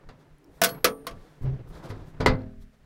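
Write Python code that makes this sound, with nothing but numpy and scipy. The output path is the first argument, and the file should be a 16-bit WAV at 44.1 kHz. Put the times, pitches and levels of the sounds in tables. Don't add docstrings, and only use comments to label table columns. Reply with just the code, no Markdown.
import sys
import numpy as np
from scipy import signal
from scipy.fft import rfft, irfft, next_fast_len
from scipy.io import wavfile
from scipy.ndimage import map_coordinates

SR = 44100
rng = np.random.default_rng(int(sys.argv[2]) if len(sys.argv) > 2 else 0)


def wrap_up_sound(samples):
    columns = np.atleast_2d(samples).T
    tamed = np.clip(columns, -1, 1)
    steps = np.round(tamed * 32767).astype(np.int16)
    wavfile.write(sys.argv[1], SR, steps)


N = 125685
T = np.arange(SR * 3 // 4) / SR
CRASH_DB = -11.5


def amp(db):
    return 10 ** (np.asarray(db) / 20)


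def unit(x):
    return x / np.sqrt(np.mean(x ** 2) + 1e-20)


def along(points, hz):
    f, v = np.transpose(points)
    return np.interp(np.log(hz + 1), np.log(f + 1), v)


def curves(rows):
    s, *columns = np.transpose(rows)
    return [np.interp(np.arange(N) / SR, s, column) for column in columns]


def wobble(rate):
    knots = rng.standard_normal(int(N * rate / SR) + 4)
    return map_coordinates(knots, [np.arange(N) * rate / SR])


def hiss(colour, flutter_db, rate):
    spectrum = rfft(rng.standard_normal(N))
    gain = amp(along(colour, np.fft.rfftfreq(N, 1 / SR)))
    coloured = irfft(spectrum * gain, N)
    return unit(coloured * amp(flutter_db * wobble(rate)))


def add(track, s, x):
    start = round(s * SR)
    track[start:][:len(x)] += x[:N - start]


def knock(hz, db, t60):
    return amp(db - 60 * T / t60) * np.sin(2 * np.pi * hz * T)


def snap(db, t60):
    bright = np.diff(rng.standard_normal(len(T) + 1))
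    return amp(db - 60 * T / t60) * bright


def ring(pitches, decays, tilt_db, favoured_hz):
    favour_db, favour_octaves = 11, .15
    roughness = 0.23
    out = 0
    for hz, (db, t60) in zip(pitches, decays):
        spot_db = favour_db * np.exp(-(np.log2(hz / favoured_hz) / favour_octaves) ** 2)
        start_db = db + spot_db + tilt_db * np.log2(hz / 1000) + rng.normal(0, 1.5)
        beat = 1 + roughness * np.cos(2 * np.pi * (rng.uniform(40, 45) * T + rng.random()))
        out = out + amp(start_db - 60 * T / t60) * beat * np.sin(2 * np.pi * hz * T)
    return out


def crash(colour, dies, tilt_db):
    hz, t, z = signal.stft(rng.standard_normal(len(T)), SR, nperseg=512, noverlap=448)
    gain = unit(amp(along(colour, hz) + tilt_db * np.log2((hz + 20) / 1000)))
    decay = amp(-60 * t / along(dies, hz)[:, None])
    _, x = signal.istft(z * gain[:, None] * decay, SR, nperseg=512, noverlap=448)
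    return x[:len(T)]


def rod():
    # t/s, level/dB, crash brightness/(dB per octave), crack/dB,
    # frame ring/dB, rod ring/dB, favoured frame f/Hz, favoured rod f/Hz
    rod_hits = [(0.616, -6.5, 0, -8.5, -1, 2, 697, 14200), (0.636, -5, 3.5, -7.5, -9, -0.5, 1562, 14100),
                (0.644, -7.5, .6, -3.5, -12, 2, 4320, 14200), (0.689, -28, 3.5, -16, -2, 19.5, 4370, 11300),
                (0.746, -45, -3.5, -19, 2.5, 22, 2250, 11520),
                (0.844, -3.5, 0.4, -8.5, -6.5, -6.5, 482.5, 9285),
                (0.851, -10, -3, -5, -6.5, 0, 1279, 9285), (1.0677, -21, -0.4, -8.5, -0.5, -18, 1073, 9300),
                (1.109, -37, -3, -19, -6.5, -9, 1135, 9300)]
    # f/Hz, level/dB
    crash_colour = [(71, -45), (120, -20.5), (524, -7.5), (789, -18), (1240, -5.5), (5520, -9),
                    (7980, -20.5), (10800, -14), (16000, -29.5)]
    # f/Hz, t60/s
    crash_dies = [(200, 0.37), (600, 0.29), (1500, 0.12), (4000, 0.091), (9000, 0.1), (15000, 0.067)]
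    frame_modes = [190, 275, 441, 495, 673, 1104, 1157, 1297, 1491, 1707, 1873, 2121, 3240]
    # level/dB, t60/s
    frame_decays = [(-5, .3), (-7.5, 0.5), (-11.5, 0.63), (-3.5, 0.26), (-2.5, 0.24), (-9.5, 0.071),
                    (-9, 0.3), (-8, .2), (2, 0.11), (-9, .15), (-16.5, 0.068), (-8, .12), (-8, 0.13)]
    rod_modes = [4240, 7970, 9285, 10060, 11520, 12680, 14200, 15640]
    # level/dB, t60/s (until the next contact)
    rod_decays = [(2, 0.04), (-2, 0.045), (-18, 0.53), (-8, 0.17), (-9.5, 0.39), (-14.5, 0.24), (-9, .35),
                  (-9.5, .3)]
    frame_gain_db, rod_gain_db = -17.5, -33.5
    rise_s, grip_s = 0.00061, .004

    out = np.zeros(N)
    next_times = [row[0] for row in rod_hits[1:]] + [N / SR]
    for row, later in zip(rod_hits, next_times):
        s, db, tilt_db, crack_db, frame_db, rod_db, frame_hz, rod_hz = row
        x = amp(CRASH_DB) * crash(crash_colour, crash_dies, tilt_db)
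        x += snap(crack_db, t60=0.018)
        frame = ring(frame_modes, frame_decays, 0, frame_hz) + knock(frame_hz, db=5, t60=.12)
        x += amp(frame_gain_db + frame_db) * frame
        grip = np.exp(-np.maximum(T - (later - s), 0) / grip_s)
        x += amp(rod_gain_db + rod_db) * ring(rod_modes, rod_decays, 0, rod_hz) * grip
        add(out, s, amp(db) * x * (1 - np.exp(-T / rise_s)))
    return out


def lid():
    # t/s, level/dB, brightness/(dB per octave), panel ring/dB,
    # favoured panel f/Hz, rise/s, air push/dB, push time scale/s
    lid_hits = [(0.088, -35, 0.5, 3.5, 134.7, 0.001, -11, 0.00085),
                (1.412, -29.5, -4.5, -6.5, 55.7, 0.007, -0.5, 0.0031),
                (1.454, -32.5, -3.5, -4, 662, 0.0025, -3, .0008),
                (1.902, -29.5, 0.07, 8.5, 104, 0.001, -4, .002),
                (2.2018, -13.5, -0.75, 3.5, 159, 0.0031, -6, 0.0014),
                (2.2613, -4.5, 0.6, 7, 2020, 0.0005, 3, 0.00022)]
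    # f/Hz, level/dB
    crash_colour = [(24, -48), (40, 6), (412, -3), (1150, -5), (2150, -11), (2840, -16), (4800, -13.5),
                    (5440, -22), (12100, -36), (16000, -47)]
    # f/Hz, t60/s
    crash_dies = [(60, 0.39), (250, 0.33), (700, 0.26), (2000, .18), (4000, .14), (10000, 0.073)]
    panel_modes = [55, 103, 133, 158, 180, 219, 258, 401, 435, 517, 641, 985, 1480, 1970, 2062]
    # level/dB, t60/s
    panel_decays = [(-9, 0.44), (4, 0.51), (-8.5, .4), (-4, .4), (-15.5, 0.54), (-11, 1), (-1, .6),
                    (-16.5, 0.87), (3, 0.21), (-3, 0.4), (-17, 0.68), (0.5, 0.11), (-8.5, 0.21),
                    (-11.5, .17), (-11, .19)]
    panel_gain_db = -25

    out = np.zeros(N)
    for s, db, tilt_db, panel_db, panel_hz, rise, push_db, width in lid_hits:
        x = amp(CRASH_DB) * crash(crash_colour, crash_dies, tilt_db)
        panel = ring(panel_modes, panel_decays, tilt_db, panel_hz) + knock(panel_hz, db=-1, t60=0.029)
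        x += amp(panel_gain_db + panel_db) * panel
        x *= 1 - np.exp(-(T / rise) ** 2)
        u = T / width
        push = 2 * u * (2 - u) * np.exp(-u)
        add(out, s, amp(db) * (x + amp(push_db) * push))
    return out


def shudder():
    # t/s, f/Hz, level/dB
    judder = [(1.42, 120.2, -49), (1.458, 136.1, -23), (1.476, 130.7, -24.5), (1.522, 129.7, -32.5),
              (1.532, 142, -29.5), (1.564, 130.6, -34.5), (1.586, 130, -48.5), (1.592, 126, -37.5),
              (1.61, 114.8, -34.5), (1.64, 120, -61), (1.66, 119, -48), (1.678, 126, -47),
              (1.696, 139.8, -55), (1.72, 140.4, -46.5)]
    # multiple of the fundamental, level relative to it/dB
    overtones = [(2, -22.5), (3, -22), (4, -33)]
    # f/Hz, level/dB
    scrape_colour = [(120, -36), (200, -10), (364, -1), (534, -8.5), (773, -15), (1040, -19), (1890, -24.5),
                     (6000, -43.5), (7800, -68.5), (13200, -120)]
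    scrape_db, scrape_follows = -43, 0.59
    roughness, fade_s = 0.26, 0.0063

    hz, db = curves(judder)
    phase = 2 * np.pi * np.cumsum(hz) / SR
    harmonics = np.sin(phase) + sum(amp(d) * np.sin(k * phase) for k, d in overtones)
    tone = np.sqrt(2) * harmonics
    rough_tone = amp(db) * tone * (1 + roughness * wobble(90))

    top_db = max(row[2] for row in judder)
    scrape_level = amp(scrape_db + scrape_follows * (db - top_db))
    scrape = scrape_level * hiss(scrape_colour, flutter_db=1.5, rate=50)

    t = np.arange(N) / SR
    on = np.clip(np.minimum(t - judder[0][0], judder[-1][0] - t) / fade_s, 0, 1)
    return on * (rough_tone + scrape)


def scuffs():
    # centre t/s, length/s, level/dB, brightness/(dB per octave)
    rubs = [(0.212, 0.049, -61, -2), (0.486, 0.15, -56, -8.5), (0.573, 0.12, -69.5, 4),
            (1.24, 0.28, -61.5, -1), (1.435, .04, -66, 4.5), (1.697, 0.044, -66.5, 6),
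            (1.763, 0.086, -49, -2), (1.854, 0.05, -45.5, -2), (1.904, 0.032, -47.5, -1),
            (1.976, 0.16, -51, -4), (2.085, .06, -65.5, 1.5), (2.624, 0.037, -65, 2.5),
            (2.743, 0.032, -66.5, -1)]
    # f/Hz, level/dB
    rub_colour = [(180, -32.5), (300, -1), (1660, -10), (2880, -22), (3400, -13), (7820, -22),
                  (12500, -24.5), (16000, -31)]
    out, t = np.zeros(N), np.arange(N) / SR
    for s, length, db, tilt_db in rubs:
        colour = [(hz, level + tilt_db * np.log2(hz / 4000)) for hz, level in rub_colour]
        swell = np.exp(-((t - s) / length * 2) ** 2)
        out += amp(db) * swell * hiss(colour, flutter_db=1, rate=450)
    return out


def ticks():
    # t/s, note level/dB, f/Hz, snap level/dB
    tick_rows = [(.3835, -63, 10500, -66), (0.444, -57, 5460, -62), (2.336, -45.5, 4170, -65),
                 (2.354, -50, 4460, -65), (2.392, -56, 4200, -74), (2.4185, -54.5, 4300, -74)]
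    t60 = 0.013
    out = np.zeros(N)
    for s, db, hz, snap_db in tick_rows:
        add(out, s, knock(hz, db, t60) + snap(snap_db, t60))
    return out


def background():
    # t/s, level/dB
    body = [(0.0, -55.5), (0.24, -57.5), (0.48, -68.5), (0.71, -40.5), (0.78, -47), (0.82, -54),
            (1.16, -55), (1.43, -57.5), (1.63, -58), (1.87, -42), (2.0, -52), (2.21, -51), (2.34, -59),
            (2.39, -46), (2.56, -62.5), (2.62, -86.5), (2.85, -64)]
    # f/Hz, level/dB
    body_colour = [(88, -11.5), (150, 14), (221, -7.5), (261, 3.5), (310, 0), (1590, -13.5), (1720, -14.5),
                   (2040, -20.5), (6000, -37), (7800, -72.5), (13200, -120)]
    # t/s, level/dB
    rumble_rows = [(0, -67), (.07, -57), (.11, -52), (.2, -58), (.42, -55.5), (.6, -60), (.82, -52),
                   (.95, -52), (1.06, -56.5), (1.12, -47), (1.36, -63), (1.405, -58), (1.42, -30.5),
                   (1.6, -38), (1.75, -43.5), (1.88, -52), (1.96, -30), (2.05, -50), (2.19, -37),
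                   (2.21, -31), (2.28, -25.5), (2.45, -41.5), (2.6, -44.5), (2.85, -61)]
    # f/Hz, level/dB
    rumble_colour = [(8.8, -27.5), (15, 7), (87, -6), (140, -10), (178, -11), (210, -20), (250, -17),
                     (320, -44), (550, -120)]
    # f/Hz, level/dB
    air_colour = [(35, -23.5), (60, -8.5), (274, -32.5), (380, -2), (903, -12), (1040, -13.5), (1700, -8),
                  (3270, -17), (16000, -31)]
    murmur = amp(curves(body)[0]) * hiss(body_colour, flutter_db=-2.5, rate=100)
    rumble = amp(curves(rumble_rows)[0]) * hiss(rumble_colour, flutter_db=6, rate=15)
    air = amp(-69) * hiss(air_colour, flutter_db=1, rate=5)
    return murmur + rumble + air


def scene():
    return (rod() + lid() + shudder() + scuffs() + ticks() + background())[None]


def record(dry):
    top_hz, slope_hz = 16500, 800
    m = next_fast_len(N + 8192)
    gain = np.clip((top_hz - np.fft.rfftfreq(m, 1 / SR)) / slope_hz, 0, 1) ** 2
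    return irfft(rfft(dry, m) * gain, m)[..., :N]


dry = scene()
out = record(dry)
wrap_up_sound(out)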